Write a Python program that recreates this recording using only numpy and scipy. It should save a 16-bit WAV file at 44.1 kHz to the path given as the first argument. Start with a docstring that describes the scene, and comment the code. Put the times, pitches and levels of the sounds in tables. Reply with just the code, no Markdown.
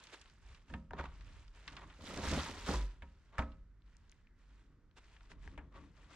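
"""A worker puts a rubbish bag into a big wheeled bin in an open, paved yard; an engine drones far away.
First sleeves and the carried bag rustle, and the plastic lid knocks and scrapes as it is lifted.
At about 2 s the bag is stuffed in: it crackles, and its load lands with a boom in the hollow bin.
At 3.4 s the lid falls shut with a puff of air, then grit cracks under the worker's shoes.
From about 5 s the lid of the next bin, a little to the left, is pushed back."""
import sys
import numpy as np
from scipy import signal
from scipy.fft import rfft, irfft, next_fast_len
from scipy.io import wavfile

SR = 44100
rng = np.random.default_rng(int(sys.argv[2]) if len(sys.argv) > 2 else 0)


def put_to_file(sound):
    """Save the sound as 16-bit audio at rate SR, in the file named by the first command-line argument."""
    columns = np.atleast_2d(sound).T  # one column per channel
    safe = np.clip(columns, -1, 1)
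    whole_steps = np.round(safe * 32767)
    wavfile.write(sys.argv[1], SR, whole_steps.astype(np.int16))


N = 271347
TIME = np.arange(N) / SR


def from_db(db):
    return 10 ** (np.asarray(db) / 20)


def rms_one(x):
    """Scale a sound to an average strength (rms) of 1."""
    return x / np.sqrt(np.mean(x ** 2) + 1e-20)


def at_hz(points, hz):
    """Read a curve of (frequency, level) points at the given frequencies."""
    points = np.array(points)
    return np.interp(np.log(np.maximum(hz, 1)), np.log(points[:, 0]), points[:, 1])


def filtered(x, hz, kind, order):
    sections = signal.butter(order, np.clip(hz, 15, .45 * SR), kind, fs=SR, output="sos")
    return signal.sosfilt(sections, x)


def add(out, s, x):
    start = round(s * SR)
    out[:, start:start + x.shape[1]] += x[:, :N - start]


def colour(x, tone):
    """Give a sound a tone curve, fading away beyond the curve's ends; rms 1."""
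    size = next_fast_len(N + SR // 2, True) // 2 * 2
    hz = np.maximum(np.arange(size // 2 + 1) * SR / size, 1)
    octaves_outside = np.abs(np.log2(hz / np.clip(hz, tone[0][0], tone[-1][0])))
    gain = from_db(at_hz(tone, hz) - 18 * np.minimum(octaves_outside, 4))
    # make the filter ring only after each click, never before it
    cepstrum = irfft(np.log(gain))
    cepstrum[1:size // 2] *= 2
    cepstrum[size // 2 + 1:] = 0
    return rms_one(irfft(rfft(x, size) * np.exp(rfft(cepstrum)))[..., :N])


def drift(hz):
    """A slow random wobble, about 1 in size."""
    r = np.exp(-80 * np.pi * hz / SR)
    slow = signal.lfilter([1], [1, -2 * r, r * r], rng.standard_normal(N // 40 + 2002))[2000:]
    return np.interp(np.arange(N) / 40, np.arange(len(slow)), rms_one(slow))


def swell(s, hold, db, rise_db_per_s, fall_db_per_s):
    """The loudness of one movement: it rises until time s, holds, then dies away."""
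    below = rise_db_per_s * np.maximum(s - TIME, 0) + fall_db_per_s * np.maximum(TIME - s - hold, 0)
    return from_db(db - np.minimum(below, 120))


def swells(rows, rise_db_per_s, fall_db_per_s):
    """Follow the loudest of several (time, hold, level) movements."""
    return np.max([swell(*row, rise_db_per_s, fall_db_per_s) for row in rows], axis=0)


def grains(per_s, spread_db, clump_db, hiss):
    """Rubbing: clumps of tiny, uneven slips over a smooth hiss; rms 1."""
    born = rng.random(N) < per_s / SR
    sizes = from_db(spread_db * np.minimum(rng.exponential(1, N), 4))
    slips = rms_one(born * sizes * rng.choice([-1, 1], (2, N)))
    return rms_one((slips + hiss * rng.standard_normal((2, N))) * from_db(clump_db * drift(31)))


def crinkle(per_s, spread_db, hiss):
    """Creases buckle at random, each with a brief pitch of its own, over a rubbing hiss; rms 1."""
    folds = grains(per_s, spread_db, clump_db=1.5, hiss=0)
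    edges_hz = np.geomspace(600, 17000, 11)
    band = rng.integers(0, 10, N)
    rings = sum(filtered(folds * (band == k) + 1e-18, edges_hz[k:k + 2], "band", order=2)
                for k in range(10))
    return rms_one(rms_one(rings) + hiss * rng.standard_normal((2, N)))


def crack(ring_s, click, treble_damping, chatter_db):
    """A click, brief chatter and a ring whose highs die first; 1 kHz fades by 60 dB in ring_s."""
    t = np.arange(SR // 3) / SR
    out = np.zeros((2, len(t)))
    edges_hz = np.geomspace(120, 16000, 8)
    for low, high in zip(edges_hz, edges_hz[1:]):
        life_s = ring_s * (np.sqrt(low * high) / 1000) ** -treble_damping
        noise = filtered(rng.standard_normal(out.shape), [low, high], "band", order=2)
        out += noise * 1000 ** (-t / life_s)
    out *= 1 + from_db(chatter_db) * np.exp(-t / 0.00094)
    out[:, 0] += click
    return out


def strike(times, levels_db, notes, vary_db=4.0):
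    """Each blow rings all of an object's own notes; neighbouring notes swing opposite ways."""
    out = np.zeros(N)
    strengths = from_db(levels_db[:, None] + vary_db * rng.standard_normal((len(times), len(notes))))
    for k, (hz, db, ring_s) in enumerate(notes):
        clicks = np.full(N, 1e-18)
        clicks[np.round(times * SR).astype(int)] = (-1) ** k * strengths[:, k] * from_db(db)
        decay, angle = 1000 ** (-1 / (ring_s * SR)), 2 * np.pi * hz / SR
        out += signal.lfilter([0, np.sin(angle)], [1, -2 * decay * np.cos(angle), decay ** 2], clicks)
    return np.array([out, np.zeros(N)])


# tone of the open air: (frequency [Hz], level [dB])
YARD_TONE = [(50, 4.5), (90, -5.5), (175, -8), (350, -17), (700, -30), (1400, -23), (2800, -38.5),
             (5600, -42), (11000, -51.5)]
def traffic():
    """Distant traffic blurs into a steady, low rush."""
    return from_db(-70) * colour(rng.standard_normal((2, N)), YARD_TONE)


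# loudness of the engine: (time [s], level [dB])
ENGINE_LEVELS = [(0, -92), (.5, -72), (1.4, -57), (2.2, -60), (3.2, -63.5), (3.9, -58), (4.2, -71),
                 (4.55, -55), (4.9, -72.5), (5.4, -54.5), (6.15, -70.5)]
def far_engine(hz=47.5):
    """A far engine hums on one low, wavering note."""
    cycles = np.cumsum(hz * (1 + .025 * drift(2.5))) / SR
    loudness = from_db(np.interp(TIME, *np.transpose(ENGINE_LEVELS)))
    return np.array([loudness * np.sin(2 * np.pi * cycles), np.zeros(N)])


# tone of the bag's thin plastic: (frequency [Hz], level [dB])
BAG_TONE = [(1120, -21), (1900, -6), (2640, -7.5), (3480, -7), (6430, -12.5), (8630, -16.5), (10900, -21.5),
            (12400, -20), (15000, -25)]
def bag_crackle(per_s, spread_db, hiss):
    """Thin plastic crackles brightly as it creases."""
    return colour(crinkle(per_s, spread_db, hiss), BAG_TONE)


# tone of rubbing cloth: (frequency [Hz], level [dB])
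CLOTH_TONE = [(180, -28.5), (300, -0.5), (376, 0), (775, -7), (955, -2), (1300, -4), (1500, -2), (2760, -6),
              (5600, -14), (7850, -17), (11500, -25.5), (12700, -52.5), (14000, -67)]
# arm movements: (time [s], hold [s], level [dB])
ARM_MOVES = [(0.0, 0.16, -67), (0.232, 0.045, -71.5), (0.429, 0.14, -73.5), (0.685, 0.042, -73),
             (1.006, 0.28, -75), (1.259, 0.16, -70.5), (1.56, 0.21, -68.5), (1.834, 0.11, -72),
             (2.868, 0.049, -73), (3.01, .5, -80.5), (3.869, 0.3, -82), (4.396, 0.21, -80.5),
             (5.007, 0.26, -76.5), (5.429, 0.04, -71.5), (5.76, 0.1, -77), (5.967, 0.14, -74),
             (6.115, 0.036, -66)]
# glove and sleeve sweeps: (middle time [s], level [dB], half length [s])
SWEEPS = [(0.138, -52, 0.0092), (0.514, -68, 0.031), (4.98, -59, 0.01), (5.14, -70, 0.015),
          (5.316, -59, 0.011)]
def clothes():
    """Sleeves and the carried bag rustle with each move; now and then a glove brushes the plastic."""
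    moving = swells(ARM_MOVES, rise_db_per_s=332, fall_db_per_s=103.5)
    sleeves = from_db(3.5) * colour(crinkle(5000, spread_db=3.7, hiss=0.96), CLOTH_TONE)
    carrying = TIME < BAG_SHOVES[0][0]
    carried_bag = from_db(-8.5) * carrying * bag_crackle(170, spread_db=2.0, hiss=0.25)
    rustle = moving * from_db(.9 * drift(7.5)) * (sleeves + carried_bag)
    sweeping = sum(from_db(db) * np.exp(-((TIME - s) / half) ** 2 / 2) for s, db, half in SWEEPS)
    return rustle + sweeping * colour(grains(4000, spread_db=1.0, clump_db=1.0, hiss=0.84), CLOTH_TONE)


def snap(db, hz, octaves, ring_s):
    """A light contact rings briefly in one band of pitches."""
    low, high = hz * 2 ** (-octaves / 2), hz * 2 ** (octaves / 2)
    contact = crack(ring_s, click=4.8, treble_damping=0.86, chatter_db=-25)
    ring = filtered(contact, [low, high], "band", order=3)
    return from_db(db - 7.0) * np.sqrt(SR / 2 / (high - low)) * ring


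# snaps of bin and bag: (time [s], level [dB], pitch [Hz], ring time [s])
PLASTIC_SNAPS = [(0.038, -48, 4860, 0.14), (0.07, -47.5, 2930, 0.085), (0.214, -47.5, 4230, 0.12),
                 (0.258, -50.5, 1670, 0.036), (0.299, -53, 3000, 0.033), (0.547, -53.5, 2580, 0.14),
                 (1.209, -52.5, 2450, 0.11), (1.48, -53, 2550, 0.052), (1.678, -35.5, 2300, 0.11),
                 (1.767, -40.5, 2040, 0.14), (1.900, -51, 1570, 0.21), (2.010, -47, 1960, 0.024),
                 (2.037, -54, 4400, 0.05), (2.175, -34.5, 4150, 0.018), (2.4, -38, 1800, .027),
                 (2.673, -41, 2400, 0.043), (3.382, -48, 5370, 0.6), (3.3918, -31, 1500, 0.074),
                 (3.519, -60.5, 2000, 0.19), (4.912, -64, 2280, 0.032), (5.165, -53.5, 1760, 0.066),
                 (5.208, -52.5, 1560, 0.048)]
def plastic_snaps():
    """Plastic snaps over a wide band of pitches and rings on."""
    out = np.zeros((2, N))
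    for s, db, hz, ring_s in PLASTIC_SNAPS:
        add(out, s, snap(db, hz, octaves=2.09, ring_s=ring_s))
    return out


# sways of body and bins: (time [s], hold [s], level [dB])
BODY_SWAYS = [(0.465, 0.052, -56.5), (0.912, 0.46, -53), (2.098, 0.82, -56), (3.47, 0.082, -53),
              (5.367, 0.11, -52)]
# tone of the stirred air: (frequency [Hz], level [dB])
BUFFET_TONE = [(15, -29.5), (25, -0.5), (40, -0.5), (62, -5), (90, -9.5), (150, -21), (300, -37)]
def buffeting():
    """The moving worker and bins stir the air into a deep flutter."""
    walking = (0.3, N / SR, -64.5)
    sway = swells([walking, *BODY_SWAYS], rise_db_per_s=87, fall_db_per_s=56)
    return from_db(-1) * sway * colour(rng.standard_normal((2, N)), BUFFET_TONE)


# blows on lids, handles and rims:
# (time [s], level [dB], brightness [Hz], ring time [s], level of the lid's notes [dB])
LID_KNOCKS = [(0.699, -63, 2500, 0.1, -57), (0.738, -45, 3020, 0.086, -48),
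              (0.9086, -43.5, 1980, 0.032, -58.5), (0.9339, -33.5, 1230, 0.017, -52.5),
              (0.94, -50.5, 1210, 0.075, -60), (0.997, -40, 1800, 0.06, -53),
              (2.274, -40, 1800, 0.054, -47), (2.689, -33, 1130, 0.022, -46),
              (3.022, -51, 2940, 0.1, -59.5), (3.3821, -37.5, 2240, 0.16, -54.5),
              (3.389, -40.5, 1500, 0.14, -41), (3.423, -45, 1920, 0.068, -55.5),
              (5.3167, -52, 2930, 0.024, -70), (5.476, -46.5, 2030, 0.017, -66),
              (5.577, -49.5, 2430, 0.15, -60.5)]
# the lid's own notes: (pitch [Hz], level [dB], ring time [s])
LID_NOTES = [(65.7, 8, 0.31), (97, 1, 0.14), (162.4, -7, 0.53), (202, -9.5, 0.49), (231, -6.5, 0.35),
             (264, -7, 0.37), (291.3, -8, 0.31), (394, -15, 0.39), (536, -15.5, 0.46), (630, -17, 0.37),
             (827, -19, 0.067), (915, -2.5, 0.1), (947, -6, 0.19), (1047, -19.5, 0.2), (1283, -12.5, 0.39),
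             (1550, -17.5, 0.051), (1670, -4.5, 0.092), (1800, -11, 0.12)]
def lid_knocks():
    """Each knock on the plastic has its own brightness and sets the lid's notes ringing."""
    out = np.zeros((2, N))
    for s, db, bright_hz, ring_s, _ in LID_KNOCKS:
        contact = crack(ring_s, click=4.6, treble_damping=0.47, chatter_db=1.0)
        body = filtered(contact, bright_hz, "low", order=4)
        edge = from_db(-23.5) * filtered(contact, 3.14 * bright_hz, "low", order=3)
        knock = filtered(body + edge, 540, "high", order=2)
        add(out, s, from_db(db) * np.sqrt(SR / 2 / bright_hz) * knock)
    times, *_, notes_db = np.transpose(LID_KNOCKS)
    return out + strike(times, notes_db, LID_NOTES)


# lids turning on their hinges: (time [s], hold [s], scrape level [dB], rumble level [dB])
LID_SLIDES = [(0.734, 0.022, -78, -53), (0.983, 0.058, -50.5, -54.5), (1.117, 0.25, -77.5, -70),
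              (1.679, 0.2, -65.5, -60), (3.355, 0.058, -59, -68), (4.52, 0.303, -90.5, -71),
              (5.33, 0.027, -72, -60), (5.456, 0.22, -78.5, -59), (5.77, 0.015, -62.5, -57.5),
              (5.815, 0.055, -76, -55.5), (5.98, 0.14, -75.5, -68), (6.11, 0.039, -66, -64)]
# notes of the creak: (pitch [Hz], width [Hz], level [dB])
CREAK_NOTES = [(1132, 57, -2), (1340, 79, -6.5), (1800, 140, -12)]
# tones of the scrape and of the bin's rumbling walls: (frequency [Hz], level [dB])
SCRAPE_TONE = [(210, -45), (350, -1), (503, -12), (564, -1.5), (615, -7), (811, -8), (1040, -2),
               (1200, -4.5), (1540, -14.5), (1700, -10.5), (2600, -18), (3470, -19), (3740, -18.5),
               (7000, -36), (9100, -78), (15400, -120)]
WALL_TONE = [(35, -33.5), (60, -5.5), (71, 1.5), (103, -10), (153, -4.5), (222, -15.5), (291, -6.5),
             (420, -26.5), (458, -16), (529, -30), (600, -27), (780, -43), (1320, -120)]
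def sliding_lids():
    """Plastic sticks and slips on plastic, so it scrapes and creaks while the walls rumble along."""
    times, holds, scrape_db, rumble_db = np.transpose(LID_SLIDES)
    rub, rumble = (swells(zip(times, holds, db), rise_db_per_s=350, fall_db_per_s=203)
                   for db in (scrape_db, rumble_db))
    slips = grains(900, spread_db=-2.0, clump_db=5.0, hiss=1.0)
    creak = sum(from_db(db) * rms_one(filtered(slips, [hz - width / 2, hz + width / 2], "band", order=1))
                for hz, width, db in CREAK_NOTES)
    scrape = colour(slips, SCRAPE_TONE) + from_db(-8) * creak
    walls = from_db(-1) * colour(grains(500, spread_db=0, clump_db=2.0, hiss=0.78), WALL_TONE)
    return rub * scrape + rumble * walls


# pushes on the bag: (time [s], hold [s], level [dB], rise [dB/s], fall [dB/s])
BAG_SHOVES = [(2.07, .14, -55, 202, 100), (2.264, 0.13, -46, 170, 73), (2.58, .06, -56.5, 115, 105),
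              (2.68, .065, -46, 328, 188)]
# tones of the scraped rim and of the rubbish in the bag: (frequency [Hz], level [dB])
RIM_TONE = [(380, -15), (650, -10.5), (839, -9), (953, -2.5), (1120, -6.5), (1270, -4.5), (1460, -7),
            (2100, -13.5), (2730, -21), (4620, -120)]
RUBBISH_TONE = [(41, -36), (70, 1.5), (124, -11), (161, -10.5), (243, -7), (318, -10), (479, -14),
                (590, -13), (634, -17), (850, -21), (1100, -58), (1870, -120)]
def bag_stuffing():
    """The bag crackles and scrapes over the rim while the rubbish slides down the wall."""
    shoving = np.max([swell(*shove) for shove in BAG_SHOVES], axis=0)
    force = shoving / shoving.max()
    crackle = from_db(1) * bag_crackle(6000, spread_db=3.6, hiss=.7)
    rim = from_db(0.5) * colour(grains(1200, spread_db=1.5, clump_db=2.56, hiss=0.94), RIM_TONE)
    rubbish = from_db(-1) * colour(grains(1500, spread_db=2.0, clump_db=5.0, hiss=0.36), RUBBISH_TONE)
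    return shoving.max() * (force * crackle + force ** 1.07 * rim + force ** 0.77 * rubbish)


# bumps of the bag in the bin: (time [s], tumble level [dB], bin ring level [dB])
BAG_BUMPS = [(2.097, -46.5, -56), (2.172, -43.5, -59), (2.241, -39.5, -50.5), (2.326, -36, -40),
             (2.373, -41, -45.5), (2.693, -33.5, -52), (2.731, -39, -37.5)]
# the hollow bin's own notes: (pitch [Hz], level [dB], ring time [s])
BIN_NOTES = [(64.4, 5, 0.2), (156, -3, 0.37), (228, -26, 0.2), (278, -9, 0.067), (369, -11.5, 0.41),
             (510, -26.5, 0.5), (556, -32, 0.43), (636, -24, 0.17), (990, -11.5, 0.3)]
def bag_landing():
    """Each bump rings the hollow bin and sets the rubbish tumbling."""
    tumbling = swells([(s, 0, db) for s, db, _ in BAG_BUMPS], rise_db_per_s=900, fall_db_per_s=217)
    rubbish = colour(grains(1500, spread_db=2.5, clump_db=0.2, hiss=0.4), RUBBISH_TONE)
    times, _, ring_db = np.transpose(BAG_BUMPS)
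    return tumbling * filtered(rubbish, 136, "high", order=2) + strike(times, ring_db, BIN_NOTES)


def air_boom(s=2.76, hz=53.2, sink_hz_per_s=60):
    """The air in the bin booms as in a bottle, sinking in pitch as the lid comes down."""
    pitch_hz = hz - sink_hz_per_s * np.clip(TIME - s, -.5, .5)
    cycles = np.cumsum(pitch_hz) / SR
    cycles -= np.interp(s, TIME, cycles)
    loudness = swell(s, hold=0.084, db=-33, rise_db_per_s=260, fall_db_per_s=168)
    return np.array([loudness * np.sin(2 * np.pi * cycles), np.zeros(N)])


def lid_puff(s=3.3945, half_length_s=0.0019):
    """The shutting lid squeezes out a single wave of air."""
    offset = (TIME - s) / half_length_s
    puff = -from_db(-25.5) * offset * np.exp(-offset ** 2 / 2)
    return np.array([puff, np.zeros(N)])


# grit underfoot: (time [s], level [dB], pitch [Hz])
GRIT_TICKS = [(3.821, -65, 3230), (3.949, -60, 1750), (3.968, -51, 6200), (4.096, -51.5, 4900),
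              (4.117, -48, 6900), (4.123, -51.5, 2450), (4.271, -58, 2480)]
def grit():
    """Grit cracks under the shoes in short, dry ticks."""
    out = np.zeros((2, N))
    for s, db, hz in GRIT_TICKS:
        add(out, s, snap(db, hz, octaves=0.96, ring_s=0.024))
    return out


def far_hiss():
    """A faint hiss swells and fades far away; the negative hold starts its fade early."""
    hiss = rms_one(filtered(rng.standard_normal((2, N)), [1630, 2090], "band", order=2))
    return hiss * swell(4.5, hold=-0.2, db=-81, rise_db_per_s=18, fall_db_per_s=45)


def yard_echo(x, ring_s=0.33, db=-24.5, dull_hz=1600):
    """Nearby bins and house fronts send back a faint, dull echo."""
    t = np.arange(SR) / SR
    tail = rng.standard_normal((2, SR)) * 1000 ** (-t / ring_s) * (1 - np.exp(-t / 0.0023))
    tail = rms_one(filtered(tail, [150, dull_hz], "band", order=1)) / np.sqrt(SR)
    return from_db(db) * signal.fftconvolve(x[:1], tail, axes=1)[:, :N]


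# scattered sound against direct sound: (frequency [Hz], level [dB])
SCATTER = [(100, -15.5), (300, -17), (700, -14.5), (1400, -12), (3100, -6.5), (6800, -2), (15000, -4)]
# how much louder the left side is: (frequency [Hz], left minus right [dB])
BALANCE = [(100, -0.5), (700, -1.3), (2400, -0.1), (4400, -1.5), (8000, -4.5)]
def microphone(x, left_lag_s=.000036):
    """Two openings, worn on the body, turn x's rows (direct, scattered sound) into left and right."""
    size = next_fast_len(N + SR // 10, True) // 2 * 2
    direct, scattered = rfft(x, size)
    hz = np.arange(len(direct)) * SR / size
    side = scattered * from_db(at_hz(SCATTER, hz))
    tilt = from_db(at_hz(BALANCE, hz) / 2)
    left = (direct + side) * tilt * np.exp(-2j * np.pi * hz * left_lag_s)
    right = (direct - side) / tilt
    return irfft(np.array([left, right]))[:, :N]


def scene():
    """The work, its echo and the open air; the work shifts to the left at the next bin."""
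    near = clothes() + plastic_snaps() + lid_knocks() + sliding_lids()
    near += bag_stuffing() + bag_landing() + air_boom() + lid_puff() + grit()
    outdoors = traffic() + far_engine() + buffeting() + far_hiss()
    turn_s, turn_length_s = 5.04, 0.39
    leftward_db = 3 * np.clip((TIME - turn_s) / turn_length_s, 0, 1)
    work = microphone(near + yard_echo(near))
    return work * from_db([leftward_db / 2, -leftward_db / 2]) + microphone(outdoors)


def record(dry):
    """The covered openings soften the treble, and the very highest sounds are cut off."""
    soft = filtered(dry, 7820, "low", order=2)
    return signal.sosfilt(signal.ellip(10, .1, 80, 15550, fs=SR, output="sos"), soft)


dry = scene()
out = record(dry)
put_to_file(out)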